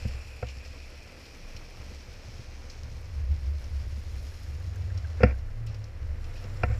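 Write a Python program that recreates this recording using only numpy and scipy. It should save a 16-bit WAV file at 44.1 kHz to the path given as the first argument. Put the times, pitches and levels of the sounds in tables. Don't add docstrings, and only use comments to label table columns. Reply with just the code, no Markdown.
import sys
import numpy as np
from scipy import signal
from scipy.fft import rfft, irfft
from scipy.io import wavfile
from scipy.ndimage import uniform_filter1d

SR = 44100
rng = np.random.default_rng(int(sys.argv[2]) if len(sys.argv) > 2 else 0)


def persist_wave(psi):
    counts = np.round(np.clip(psi, -1, 1) * 32767).astype(np.int16)
    wavfile.write(sys.argv[1], SR, np.atleast_2d(counts).T)


N = 299439
TIME = np.arange(N) / SR

# t/s, roar/dB, water hiss/dB, fine mist/dB
ROLL_LEVELS = [(0, -54, -55.5, -70), (.35, -56, -59.5, -72), (.7, -57, -58.5, -76),
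               (1.4, -56.5, -58.5, -73), (2.4, -58, -58.5, -77), (3.3, -58.5, -62.5, -76.5),
               (4.35, -57.5, -59, -70), (4.8, -55.5, -63, -77), (5.22, -55.5, -61, -77),
               (5.38, -58, -67.5, -78), (6, -57, -67, -80.5), (6.42, -54, -62.5, -73),
               (6.79, -51, -64, -75)]
# f/Hz, level/dB
CLACK_EQ = [(200, -6), (420, 7), (600, 4.5), (1050, -8), (1500, 7), (2600, 8.5), (3050, -24.5),
            (4200, -19.5), (5200, -7.5), (6500, -31), (15000, -57)]


def undb(db):
    return 10 ** (np.asarray(db) / 20)


def unit(x):
    return x / np.sqrt(np.mean(x ** 2))


def curves(rows):
    times, *columns = np.transpose(rows)
    return [np.interp(TIME, times, column) for column in columns]


def noise():
    return rng.standard_normal(N)


def walk(rate):
    step = int(SR / rate)
    held = np.repeat(rng.uniform(-1.1, 1, N // step + 1), step)
    return unit(uniform_filter1d(held, step)[:N])


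def grains(rate, spread_db):
    size = undb(spread_db * np.minimum(rng.exponential(size=N), 6))
    return unit((rng.random(N) < rate / SR) * size * noise())


def colour(x, eq, size=4096):
    hz, db = np.transpose(eq)
    bin_hz = np.arange(size // 2 + 1) * SR / size
    log_gain = np.log(undb(np.interp(np.log(bin_hz + 1), np.log(hz), db)))
    cepstrum = irfft(log_gain)[:size // 2]
    cepstrum[1:] *= 2
    response = irfft(np.exp(rfft(cepstrum, size)))
    return signal.fftconvolve(x, response / np.linalg.norm(response))[:N]


def resonate(x, hz, width_hz):
    b, a = signal.iirpeak(hz, hz / width_hz, fs=SR)
    return unit(signal.lfilter(b, a, signal.lfilter(b, a, x)))


def even(x, span_s):
    span = int(span_s * SR)
    power = uniform_filter1d(uniform_filter1d(x ** 2, span), span)
    return x / np.sqrt(power + 1e-9)


def add(out, start_s, x):
    i = int(start_s * SR)
    out[i:i + len(x)] += x[:max(N - i, 0)]


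def gliding_band(hz, db, width_hz):
    flutter = unit(signal.sosfilt(signal.butter(2, width_hz / 2, fs=SR, output="sos"), noise()))
    return np.sqrt(2) * flutter * np.sin(2 * np.pi * np.cumsum(hz) / SR) * undb(db)


def rolling(roar_trim_db=2, hiss_trim_db=1, mist_trim_db=2, patchy_db=0.82, grit_db=0.95):
    # f/Hz, level/dB
    roar_eq = [(110, -2.5), (150, -27.5), (210, -0.5), (300, -1), (390, -3.5), (500, 2), (620, -2.5),
               (900, -8.5), (1300, -7.5), (2000, -8.5), (2600, -12.5), (3100, -19.5), (6000, -50)]
    hiss_eq = [(1000, -18), (1900, -0.5), (2450, 0), (2900, -1), (3600, -1), (4200, -1), (5200, -1),
               (5900, -2), (6500, -6), (7100, -9.5), (8500, -15), (11000, -25), (15000, -30)]
    mist_eq = [(6000, -8), (8500, 0), (10000, 3), (11400, 0), (13000, 0.5), (15000, -8)]
    roar_db, hiss_db, mist_db = curves(ROLL_LEVELS)
    wetness_db = patchy_db * walk(30)
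    roar = colour(grains(rate=9000, spread_db=-1), roar_eq)
    roar *= undb(roar_db + roar_trim_db + grit_db * walk(22))
    hiss = colour(grains(rate=16000, spread_db=2.5), hiss_eq) * undb(hiss_db + hiss_trim_db + wetness_db)
    mist = colour(grains(rate=18000, spread_db=3.5), mist_eq) * undb(mist_db + mist_trim_db + wetness_db)
    return roar + ground_bounce(hiss + mist)


def ground_bounce(spray, delay_s=0.000397, fade_s=3.7):
    share = 0.33 * np.exp(-TIME / fade_s)
    echo = np.interp(TIME - delay_s, TIME, spray)
    return (spray + share * echo) / np.hypot(1, share)


def wheel_whirr(hz=2523, sag_hz_per_s=55, db=-56, fade_db_per_s=4):
    return gliding_band(hz - sag_hz_per_s * TIME, db - fade_db_per_s * TIME, width_hz=330)


def sizzle():
    # t/s, centre f/Hz, level/dB
    sizzle_path = [(0, 7200, -67), (.75, 7120, -75), (1, 5600, -84), (1.35, 5780, -69), (2.7, 6250, -68),
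                   (3.3, 6430, -78), (4.3, 6620, -69.5), (6, 7100, -82), (6.79, 7330, -66.5)]
    return gliding_band(*curves(sizzle_path), width_hz=890)


def rumble(boom_trim_db=-.5, hum_trim_db=-1, flutter_trim_db=-10, judder_hz=14):
    # t/s, slow sway/dB, boom ahead of its trim/dB
    pole_shake = [(0, -37, -39), (.45, -54, -49.5), (.87, -45, -47.5), (1.25, -59, -53.5), (1.47, -41, -51),
                  (1.95, -49, -48), (2.85, -43, -46.5), (3.07, -46, -44), (3.25, -39, -27),
                  (3.56, -47, -29), (3.68, -41, -33.5), (4.3, -44, -38), (5.15, -50, -33.5),
                  (5.5, -33, -44.5), (5.85, -48, -41), (6.12, -34.5, -35), (6.42, -38.5, -46.5),
                  (6.79, -36, -33)]
    # t/s, f/Hz, level ahead of the trims/dB
    wheel_hum = [(0, 108.7, -55), (1.3, 106.4, -63.5), (2.7, 111.2, -60), (2.95, 108, -47),
                 (3.25, 77.1, -39), (3.6, 79.8, -43.5), (3.95, 104.3, -44), (4.25, 86, -44), (4.9, 94, -31),
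                 (5.15, 95.3, -44.5), (5.45, 96, -39.5), (5.62, 113.3, -35.5), (5.8, 103.3, -37.5),
                 (5.98, 100.5, -49), (6.35, 97.3, -42), (6.52, 96, -34), (6.79, 104.2, -34.5)]
    sway_db, boom_db = curves(pole_shake)
    hum_hz, wheel_db = curves(wheel_hum)
    judder_db = 3 * walk(judder_hz)
    sway = even(resonate(noise(), hz=26.1, width_hz=6.8), span_s=0.048)
    boom = even(resonate(noise(), hz=70, width_hz=11), span_s=0.06)
    pole = undb(sway_db) * sway + undb(boom_db + boom_trim_db + judder_db) * boom
    wavering_hz = hum_hz * (1 + .012 * walk(20))
    hum = np.sqrt(2) * np.sin(2 * np.pi * np.cumsum(wavering_hz) / SR)
    flutter = even(resonate(noise(), hz=106.5, width_hz=36), span_s=0.1)
    waver_db = 2 * walk(judder_hz)
    wheels = undb(hum_trim_db + waver_db) * hum + undb(flutter_trim_db + judder_db) * flutter
    return pole + undb(wheel_db) * wheels


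def traffic(db=-54, swell_db=-2):
    # f/Hz, level/dB
    traffic_eq = [(25, -33), (50, 0.5), (120, -4.5), (300, -16), (1000, -25), (3000, -33), (8000, -48)]
    return colour(noise(), traffic_eq) * undb(db + swell_db * walk(0.96))


def housing(x):
    # f/Hz, width/Hz, boost/dB
    shell_peaks = [(1990, 48, 1.5), (4210, 100, 5.5), (4960, 79, 4.5), (5490, 100, 6.5)]
    for hz, width_hz, db in shell_peaks:
        x = x + (undb(db) - 1) * signal.lfilter(*signal.iirpeak(hz, hz / width_hz, fs=SR), x)
    return x


def mount_ring(contact_hz, bend_db, clamp_db, shell_db):
    # f/Hz, level/dB, t60/s
    mount_modes = [(65.6, -13.5, 0.52), (114, -11.5, 0.14), (204.3, -12, 0.096), (240, -11, 0.043),
                   (271, -22, 0.13), (332, -22, 0.066), (397, -12, 0.03), (499, -4.5, 0.065),
                   (613, -18, 0.044), (717, -17.5, 0.0646), (938, -28.5, .065), (1058, -26, 0.038),
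                   (1333, -16.5, 0.038), (1404, -14, 0.032), (1585, -22, 0.03), (1745, -28, 0.033),
                   (1810, -23, 0.064), (2007, -28, 0.077), (2140, -27.5, 0.049), (2410, -20.5, 0.043),
                   (2690, -23.5, 0.045), (2783, -28.5, 0.043), (3360, -37.5, 0.03), (4750, -34.5, 0.038),
                   (5340, -53, 0.033)]
    t = TIME[:SR // 2]
    out = np.zeros(len(t))
    for k, (hz, db, t60) in enumerate(mount_modes):
        part_db = bend_db * (hz < 160) + clamp_db * (160 <= hz < 300) + shell_db * (hz > 580)
        gain = undb(db + part_db) / np.hypot(1, (hz / contact_hz) ** 2)
        decay = np.exp(-np.log(1000) * t / t60)
        out += (-1) ** k * gain * np.sin(2 * np.pi * hz * t) * decay
    return out


def knocks(crack_db=-17, crack_s=0.0019, hard_hz=3500):
    # bend/dB, clamp/dB, shell/dB
    jolts = [(0.05, -13, 160, 2, 3, 8.5), (0.143, -22.5, 75, 3.5, -4, 4), (.427, -21.5, 1000, 7, -6, 7.5),
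             (.567, -27, 80.2, 6, 0, 0), (1.544, -34.5, 200, 7, -3, 0), (1.797, -37.5, 250, 11, -2, -1),
             (1.908, -32, 247, -0.5, 4, 2), (2.079, -34.5, 250, 5.5, -2, -2),
             (2.282, -33.5, 250, 10, 0, -2), (2.391, -33, 250, 7.5, -3, 0), (2.831, -34.5, 200, 8.5, 0, 0),
             (2.914, -31.5, 251, 3, -3, 1.5), (3.971, -32, 250, 4.5, 2.5, 0),
             (5.2056, -18, 2630, -1.5, -1, -4), (5.2327, -4, 5950, 4, 4, 2.5),
             (6.442, -33.5, 700, -11, 6, 2), (6.6336, -18, 2363, 9.5, 2, 13),
             (6.698, -16, 100, 8.5, -2, -9)]
    ringing, crack_envelope = np.zeros(N), np.zeros(N)
    age = TIME[:SR // 10] / crack_s
    for start_s, db, contact_hz, bend_db, clamp_db, shell_db in jolts:
        add(ringing, start_s, undb(db) * mount_ring(contact_hz, bend_db, clamp_db, shell_db))
        hardness = min(contact_hz / hard_hz, 1)
        add(crack_envelope, start_s, undb(db + shell_db) * hardness * age * np.exp(1 - age))
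    return ringing + undb(crack_db) * colour(crack_envelope * noise(), CLACK_EQ)


def stray_drops(per_s=4, over_hiss_db=14.5, spread_db=2, decay_s=0.0055, low_cut_hz=5000):
    _, hiss_db, _ = curves(ROLL_LEVELS)
    drops = []
    for when, size in rng.random((int(per_s * N / SR), 2)):
        db = hiss_db[int(when * N)] + over_hiss_db + spread_db * (2 * size - 1)
        drops.append((when * N / SR, db, decay_s, low_cut_hz))
    return drops


def splashes(attack_s=0.00031):
    # t/s, level ahead of the low cut/dB, decay/s, low cut/Hz
    puddles = [(0.467, -47.5, 0.032, 2000), (0.486, -46, 0.019, 2400), (0.65, -43.5, 0.019, 3800),
               (1.254, -42.5, 0.0073, 3450), (1.564, -39, 0.011, 3130), (1.946, -39.5, 0.0039, 4180),
               (2.698, -41, 0.019, 4200), (2.833, -36, 0.0041, 4500), (3.641, -40, 0.0064, 4200),
               (4.758, -31, 0.0043, 8070), (4.975, -41.5, 0.0094, 3760), (5.664, -32.5, 0.0059, 7000),
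               (5.666, -49.5, 0.059, 3030), (5.745, -44.5, 0.0066, 3470), (5.841, -42, 0.0044, 4160),
               (6.242, -46.5, 0.012, 2976), (6.355, -49, 0.043, 2397), (6.44, -47.5, 0.0056, 2420)]
    # f/Hz, level/dB
    splash_eq = [(1200, -14), (2500, 19.5), (3500, 1.5), (4300, 2), (5500, 4.5), (7000, -4.5), (9000, -21),
                 (15000, -21)]
    out, t = np.zeros(N), TIME[:SR // 5]
    droplets = even(colour(noise(), splash_eq), span_s=0.0019)
    for start_s, db, decay_s, low_cut_hz in puddles + stray_drops():
        envelope = (1 - np.exp(-t / attack_s)) * np.exp(-t / decay_s)
        burst = np.roll(droplets, -int(start_s * SR))[:len(t)] * envelope
        low_cut = signal.butter(4, low_cut_hz, "high", fs=SR, output="sos")
        add(out, start_s, undb(db) * signal.sosfilt(low_cut, burst))
    return out


def wheel_rub(peak_s=5.196, peak_db=-47.5, rise_db_per_s=15, fall_db_per_s=39):
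    revolution_s, contact_s = 0.1455, 0.02
    since_peak = TIME - peak_s
    off_contact = (since_peak + revolution_s / 2) % revolution_s - revolution_s / 2
    gate = np.cos(np.pi * np.clip(off_contact / contact_s, -.5, .5)) ** 2
    db = peak_db + np.minimum(rise_db_per_s * since_peak, -fall_db_per_s * since_peak)
    return gate * undb(db) * even(resonate(noise(), hz=1600, width_hz=280), span_s=0.019)


def rattles(buzz_db=-6, fade_db=5):
    # t/s, level/dB, length/s
    chatter = [(5.21, -38.5, 0.046), (5.226, -39, 0.11), (6.667, -46.5, 0.099)]
    gate = np.zeros(N)
    for start_s, db, length_s in chatter:
        n = int(length_s * SR)
        fade = undb(db + fade_db * np.linspace(.5, -.5, n))
        add(gate, start_s, fade * signal.windows.tukey(n, .5))
    contacts = gate * grains(rate=2000, spread_db=0)
    body = mount_ring(contact_hz=6600, bend_db=-22, clamp_db=0, shell_db=3)
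    ringing = signal.fftconvolve(contacts, body / np.linalg.norm(body))[:N]
    return ringing + undb(buzz_db) * colour(contacts, CLACK_EQ)


def scene():
    skates = wheel_whirr() + sizzle() + rolling() + splashes() + wheel_rub()
    pole = rumble() + knocks() + rattles()
    return (housing(skates + traffic()) + pole)[None]


def record(dry):
    top_hz = 15300
    return signal.sosfilt(signal.ellip(10, .2, 80, top_hz, fs=SR, output="sos"), dry)


dry = scene()
out = record(dry)
persist_wave(out)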